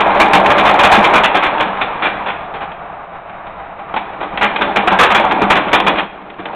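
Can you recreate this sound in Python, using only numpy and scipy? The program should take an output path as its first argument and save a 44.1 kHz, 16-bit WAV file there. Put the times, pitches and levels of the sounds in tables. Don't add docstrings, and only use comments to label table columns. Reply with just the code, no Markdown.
import sys
import numpy as np
from scipy import signal
from scipy.fft import rfft, irfft, next_fast_len
from scipy.io import wavfile

SR = 44100
rng = np.random.default_rng(int(sys.argv[2]) if len(sys.argv) > 2 else 0)


def to_wav(sig):
    pcm = np.clip(np.atleast_2d(sig), -1, 1) * 32767
    pcm = np.round(pcm).astype(np.int16)
    wavfile.write(sys.argv[1], SR, pcm.T)


N = 288855
BINS = np.fft.rfftfreq(8192, 1 / SR)

# pitch in Hz, width in Hz, boost in dB.
FRAME_RESONANCES = [(198, 10.1, 16), (307, 32, 5.5), (415.3, 22, 2.5), (450, 39, 0), (584.3, 15, 5),
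                    (783, 70, 3.5), (880, 73, 1), (1239, 20, -2), (1622, 100, 2.5), (2413, 227, 6),
                    (3480, 350, 3)]


def rolling(chatter_db=0.54, grit_flutter_db=-0.9):
    # frequency in Hz, relative level in dB.
    roll_tone = [(10, -22), (35, -12.5), (110, -14), (180, -8), (255, -6), (340, -2), (480, -1.5),
                 (650, 1.5), (900, 3), (1250, -2.5), (1700, -7.5), (2100, -9.5), (3300, -20), (4200, -28)]
    speed, distance = motion()
    force = contacts(N, per_s=6000, spread_db=3) * gain_of(rolling_db() + chatter_db * waver(hz=35))
    sound = signal.oaconvolve(force, impulse_response(tone_curve(roll_tone, FRAME_RESONANCES)))[:N]
    filters = [signal.firwin2(1023, BINS, share, fs=SR) for share in bass_and_treble()]
    boom, grit = (signal.oaconvolve(sound, taps, "same") for taps in filters)
    middle = sound - boom - grit
    backwards = np.clip(-speed, 0, 1)
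    boom_db = 6.5 - 3.5 * doublings(speed) - 3 * np.log2(distance) + 6 * backwards
    grit_db = 0.5 - 0.5 * np.log2(distance) + grit_flutter_db * waver(hz=44.5)
    return boom * gain_of(boom_db) + middle + grit * gain_of(grit_db)


def wheel_ring(pitch_hz=929.7, width_hz=101, wander=0.16, relative_db=-6, flutter_db=3):
    hz = pitch_hz * np.exp(wander * waver(hz=40.01))
    tone = np.exp(2j * np.pi * np.cumsum(hz) / SR)
    pole = np.exp(-np.pi * width_hz / SR)
    blur = rng.standard_normal(N) + 1j * rng.standard_normal(N)
    for _ in range(2):
        blur = signal.lfilter([1 - pole], [1, -pole], blur)
    level_db = rolling_db() + relative_db + flutter_db * waver(hz=20)
    return unit_rms((blur * tone).real) * gain_of(level_db)


def track_knocks():
    # start in seconds, level in dB, length of the rattle in seconds, treble boost in dB.
    clatters = [(.004, -7, 0.007, -0.5), (.199, 1, 0.016, -2), (.333, -2.5, 0.02, 2),
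                (.503, -5.5, 0.015, -3.5), (.582, -12, 0.011, 7), (.653, -9, 0.037, 0.5),
                (.79, -7, 0.017, 1.5), (.835, -3, 0.024, 2), (0.916, -2, 0.042, -1.5),
                (1.042, -9, 0.0094, 6), (1.137, -4.5, 0.038, -0.5), (1.236, -10, 0.014, 8.5),
                (1.345, -8, 0.031, -0.5), (1.425, -11, 0.038, 2.5), (1.6, -8, .016, -1.5),
                (1.812, -14, 0.0088, 6), (2.023, -12, 0.046, 1), (2.261, -14.5, 0.012, -3),
                (2.283, -17, 0.022, 1), (2.539, -20, 0.018, -3.5), (2.607, -20.5, 0.024, -2),
                (3.94, -11, .003, -8.5), (3.963, -9.5, 0.0061, -3), (4.206, -16, 0.033, -7.5),
                (4.412, -7, 0.032, 1.5), (4.611, -8.5, .014, -0.5), (4.76, -3, 0.011, -3),
                (4.874, -3.5, 0.0051, -1), (4.906, -7.5, 0.032, -5.5), (4.989, -3, 0.052, 2),
                (5.103, -10.5, 0.017, 4), (5.148, -4, 0.012, 3), (5.199, -4, 0.0027, -8),
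                (5.24, -5.5, .014, -14), (5.311, -6.5, 0.0056, -2), (5.502, -2, 0.017, 0.5),
                (5.554, -9, 0.025, 0), (5.73, -3, 0.025, 0.5), (5.866, -6, 0.022, -0.5),
                (5.955, -21.5, 0.017, 2.5), (5.98, -12.5, 0.015, 3)]
    # start in seconds, level in dB.
    thuds = [(.972, -11.5), (1.655, -23.5), (5.416, -8.5), (6.387, -25)]
    # start in seconds, level in dB.
    ticks = [(.461, -8), (2.717, -28.5), (3.296, -33.5), (3.469, -32), (3.793, -31), (4.375, -12.5),
             (4.561, -12.5), (5.801, -10.5), (6.301, -30.5), (6.456, -19.5)]
    out = np.zeros(N)
    for start, db, rattle_s, treble_db in clatters:
        add(out, start, knock(db, rattle_s, bass_db=1.5, treble_db=treble_db))
    for start, db in thuds:
        add(out, start, knock(db, rattle_s=0.015, bass_db=13.5, treble_db=-3.5))
    for start, db in ticks:
        add(out, start, knock(db, rattle_s=0.002, bass_db=-3.5, treble_db=5.5))
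    return out


def knock(db, rattle_s, bass_db, treble_db, detune=0.038, vary_db=2):
    # frequency in Hz, relative level in dB.
    knock_tone = [(10, -30), (40, -19.5), (110, -18.5), (190, -12.5), (350, -9), (450, -5), (600, -3.5),
                  (820, 0.5), (1150, 1.5), (1600, -4), (2100, -6), (2800, -9), (3500, -11.5), (4200, -26)]
    t = np.arange(SR // 5) / SR
    settle_s = 0.025 * rattle_s / (rattle_s + 0.0047)
    rise_s = 0.042 * settle_s
    envelope = (1 - np.exp(-t / rise_s)) * np.exp(-np.maximum(t - rattle_s, 0) / settle_s)
    force = envelope * contacts(len(t), per_s=3500, spread_db=1.5)
    force[0] += 5.5
    force *= np.linalg.norm(envelope) / np.linalg.norm(force)
    resonances = [(hz * (1 + detune * rng.normal()), width, boost + vary_db * rng.normal())
                  for hz, width, boost in FRAME_RESONANCES]
    bass, treble = bass_and_treble()
    blow = impulse_response(tone_curve(knock_tone, resonances) + bass_db * bass + treble_db * treble)
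    return gain_of(db) * signal.fftconvolve(force, blow)


def loose_boards(count=70, relative_db=-4, spread_db=4.5):
    roll_db = rolling_db()
    out = np.zeros(N)
    for k, (late, size) in enumerate(rng.random((count, 2))):
        at = int((k + late) * N / count)
        db = roll_db[at] + relative_db + spread_db * (2 * size - 1)
        add(out, at / SR, knock(db, rattle_s=0.0027, bass_db=0, treble_db=1.5))
    return out


def motion(mic_along_m=1.4, mic_aside_m=0.84):
    # time in seconds, speed in m/s (negative is backwards).
    speeds = [(0, 3), (.17, 3.5), (.65, 4), (1.15, 4), (1.33, 2.5), (1.58, 2.3), (1.76, 1.72), (2.17, 1.5),
              (2.45, 0.55), (3.05, 0), (3.8, -0.3), (4.3, -0.85), (4.7, -1.76), (5.15, -2.5), (5.95, -2),
              (6.14, 0.57), (6.38, 0.5), (6.55, 1.23)]
    speed = over_time(speeds)
    position = np.cumsum(speed) / SR
    return speed, np.hypot(position - mic_along_m, mic_aside_m)


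def rolling_db(base_db=-28, db_per_doubling=9):
    speed, _ = motion()
    return base_db + db_per_doubling * doublings(speed)


def doublings(speed, floor_m_s=0.24):
    return np.log2(np.hypot(speed, floor_m_s))


def yard(car, level_db=-0.74, reach_m=6.3, steps=48):
    _, distance = motion()
    echo_share = (distance / reach_m) ** 0.75
    direct = car * gain_of(level_db) / np.sqrt(1 + echo_share ** 2 / 2)
    out = direct.copy()
    spot = np.linspace(0, steps, N)
    for k in range(steps + 1):
        here = np.flatnonzero(abs(spot - k) < 1)
        crossfade = np.cos(np.pi / 2 * (spot[here] - k))
        sent = direct[here] * echo_share[here] * crossfade
        add(out, here[0] / SR, signal.fftconvolve(sent, echoes()))
    return out


def echoes(tail_db=-6, scatter_per_s=3000, delay_spread=0.25):
    # typical delay in seconds, level in dB.
    reflections = [(.0043, -18), (.0097, -28), (0.0174, -13.5), (0.0273, -20.5)]
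    # frequency in Hz, seconds to fade by 60 dB.
    fade_times = [(150, 0.37), (600, 0.43), (1500, 0.72), (4000, 0.62)]
    t = np.arange(SR // 2) / SR
    signs = rng.choice([-1., 1.], len(t))
    scatter = signs * (rng.random(len(t)) < scatter_per_s / SR) * (t > 0.005)
    hz, age, spectrum = signal.stft(scatter, SR, nperseg=256)
    fade = gain_of(-60 * age / over_frequency(fade_times, hz)[:, None])
    _, tail = signal.istft(spectrum * fade, SR, nperseg=256)
    response = gain_of(tail_db) * tail / np.linalg.norm(tail)
    for delay, db in reflections:
        add(response, delay * np.exp(delay_spread * rng.normal()), gain_of([db]))
    return response


def distant_hum(waver_db=1.3):
    # frequency in Hz, relative level in dB.
    hum_tone = [(10, -14), (45, -10.5), (95, -17.5), (170, -15), (260, -21), (350, -18.5), (480, -12.5),
                (650, -8), (900, -7), (1250, -9.5), (1850, -18), (2400, -20), (3000, -28), (4200, -42.5)]
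    # pitch in Hz, width in Hz, boost in dB.
    hum_resonances = [(185, 67, 6.5), (602, 40, 1.5), (694.4, 67, 7.5), (794, 55, 7), (1193, 160, 3),
                      (3740, 58, 13)]
    # time in seconds, level in dB.
    hum_levels = [(0, -22), (3.3, -29.5), (4.6, -28), (6.15, -35.5), (6.55, -39.5)]
    noise = rng.standard_normal(N)
    hum = signal.oaconvolve(noise, impulse_response(tone_curve(hum_tone, hum_resonances)))[:N]
    return unit_rms(hum) * gain_of(over_time(hum_levels) + waver_db * waver(hz=12))


def contacts(samples, per_s, spread_db):
    size = gain_of(spread_db * np.minimum(rng.exponential(1, samples), 4))
    signs = rng.choice([-1, 1], samples)
    return unit_rms(size * signs * (rng.random(samples) < per_s / SR))


def waver(hz):
    size = next_fast_len(N)
    smoothing = 1 + (np.fft.rfftfreq(size, 1 / SR) / hz) ** 4
    return unit_rms(irfft(rfft(rng.standard_normal(size)) / smoothing, size)[:N])


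def tone_curve(points, resonances):
    top_hz = points[-1][0]
    db = over_frequency(points, BINS) - 40 * np.log2(np.clip(BINS / top_hz, 1, 2))
    for hz, width, boost_db in resonances:
        db = db + boost_db / (1 + (2 * (BINS - hz) / width) ** 2)
    return db - 10 * np.log10(np.mean(gain_of(db) ** 2))


def impulse_response(db):
    log_gain = np.log(gain_of(np.r_[db, db[-2:0:-1]]))
    spectrum = np.exp(np.conj(signal.hilbert(log_gain)))
    return np.fft.ifft(spectrum).real[:len(db) // 2]


def bass_and_treble(bass_hz=450, treble_hz=1500):
    return 1 / (1 + (BINS / bass_hz) ** 6), 1 - 1 / (1 + (BINS / treble_hz) ** 6)


def over_frequency(points, hz):
    frequencies, values = np.transpose(points)
    return np.interp(np.log(hz + 1), np.log(frequencies + 1), values)


def over_time(points):
    seconds, values = np.transpose(points)
    return np.interp(np.arange(N) / SR, seconds, values)


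def gain_of(db):
    return 10 ** (np.asarray(db) / 20)


def unit_rms(x):
    return x / np.sqrt(np.mean(x ** 2) + 1e-20)


def add(mix, start_s, sound):
    part = mix[max(round(start_s * SR), 0):][:len(sound)]
    part += sound[:len(part)]


def scene():
    car = rolling() + wheel_ring() + track_knocks() + loose_boards()
    return (yard(car) + distant_hum())[None]


def record(dry, mic_hz=4320, ceiling=0.74, top_hz=15900):
    # frequency in Hz, gain in dB.
    treble_cut = [(4700, -10), (6500, -5), (10000, -3.5), (15000, -6)]
    mic_filter = signal.firwin(255, mic_hz, window=("kaiser", 7), fs=SR)
    dull = signal.oaconvolve(dry, mic_filter[None], "same")
    clipped = dull / (1 + (dull / ceiling) ** 30) ** (1 / 30)
    tone = gain_of(over_frequency([(4000, 0)] + list(treble_cut), BINS))
    softened = signal.oaconvolve(clipped, signal.firwin2(127, BINS, tone, fs=SR)[None], "same")
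    top_filter = signal.firwin(511, top_hz, window=("kaiser", 9), fs=SR)
    return signal.oaconvolve(softened, top_filter[None], "same")


dry = scene()
out = record(dry)
to_wav(out)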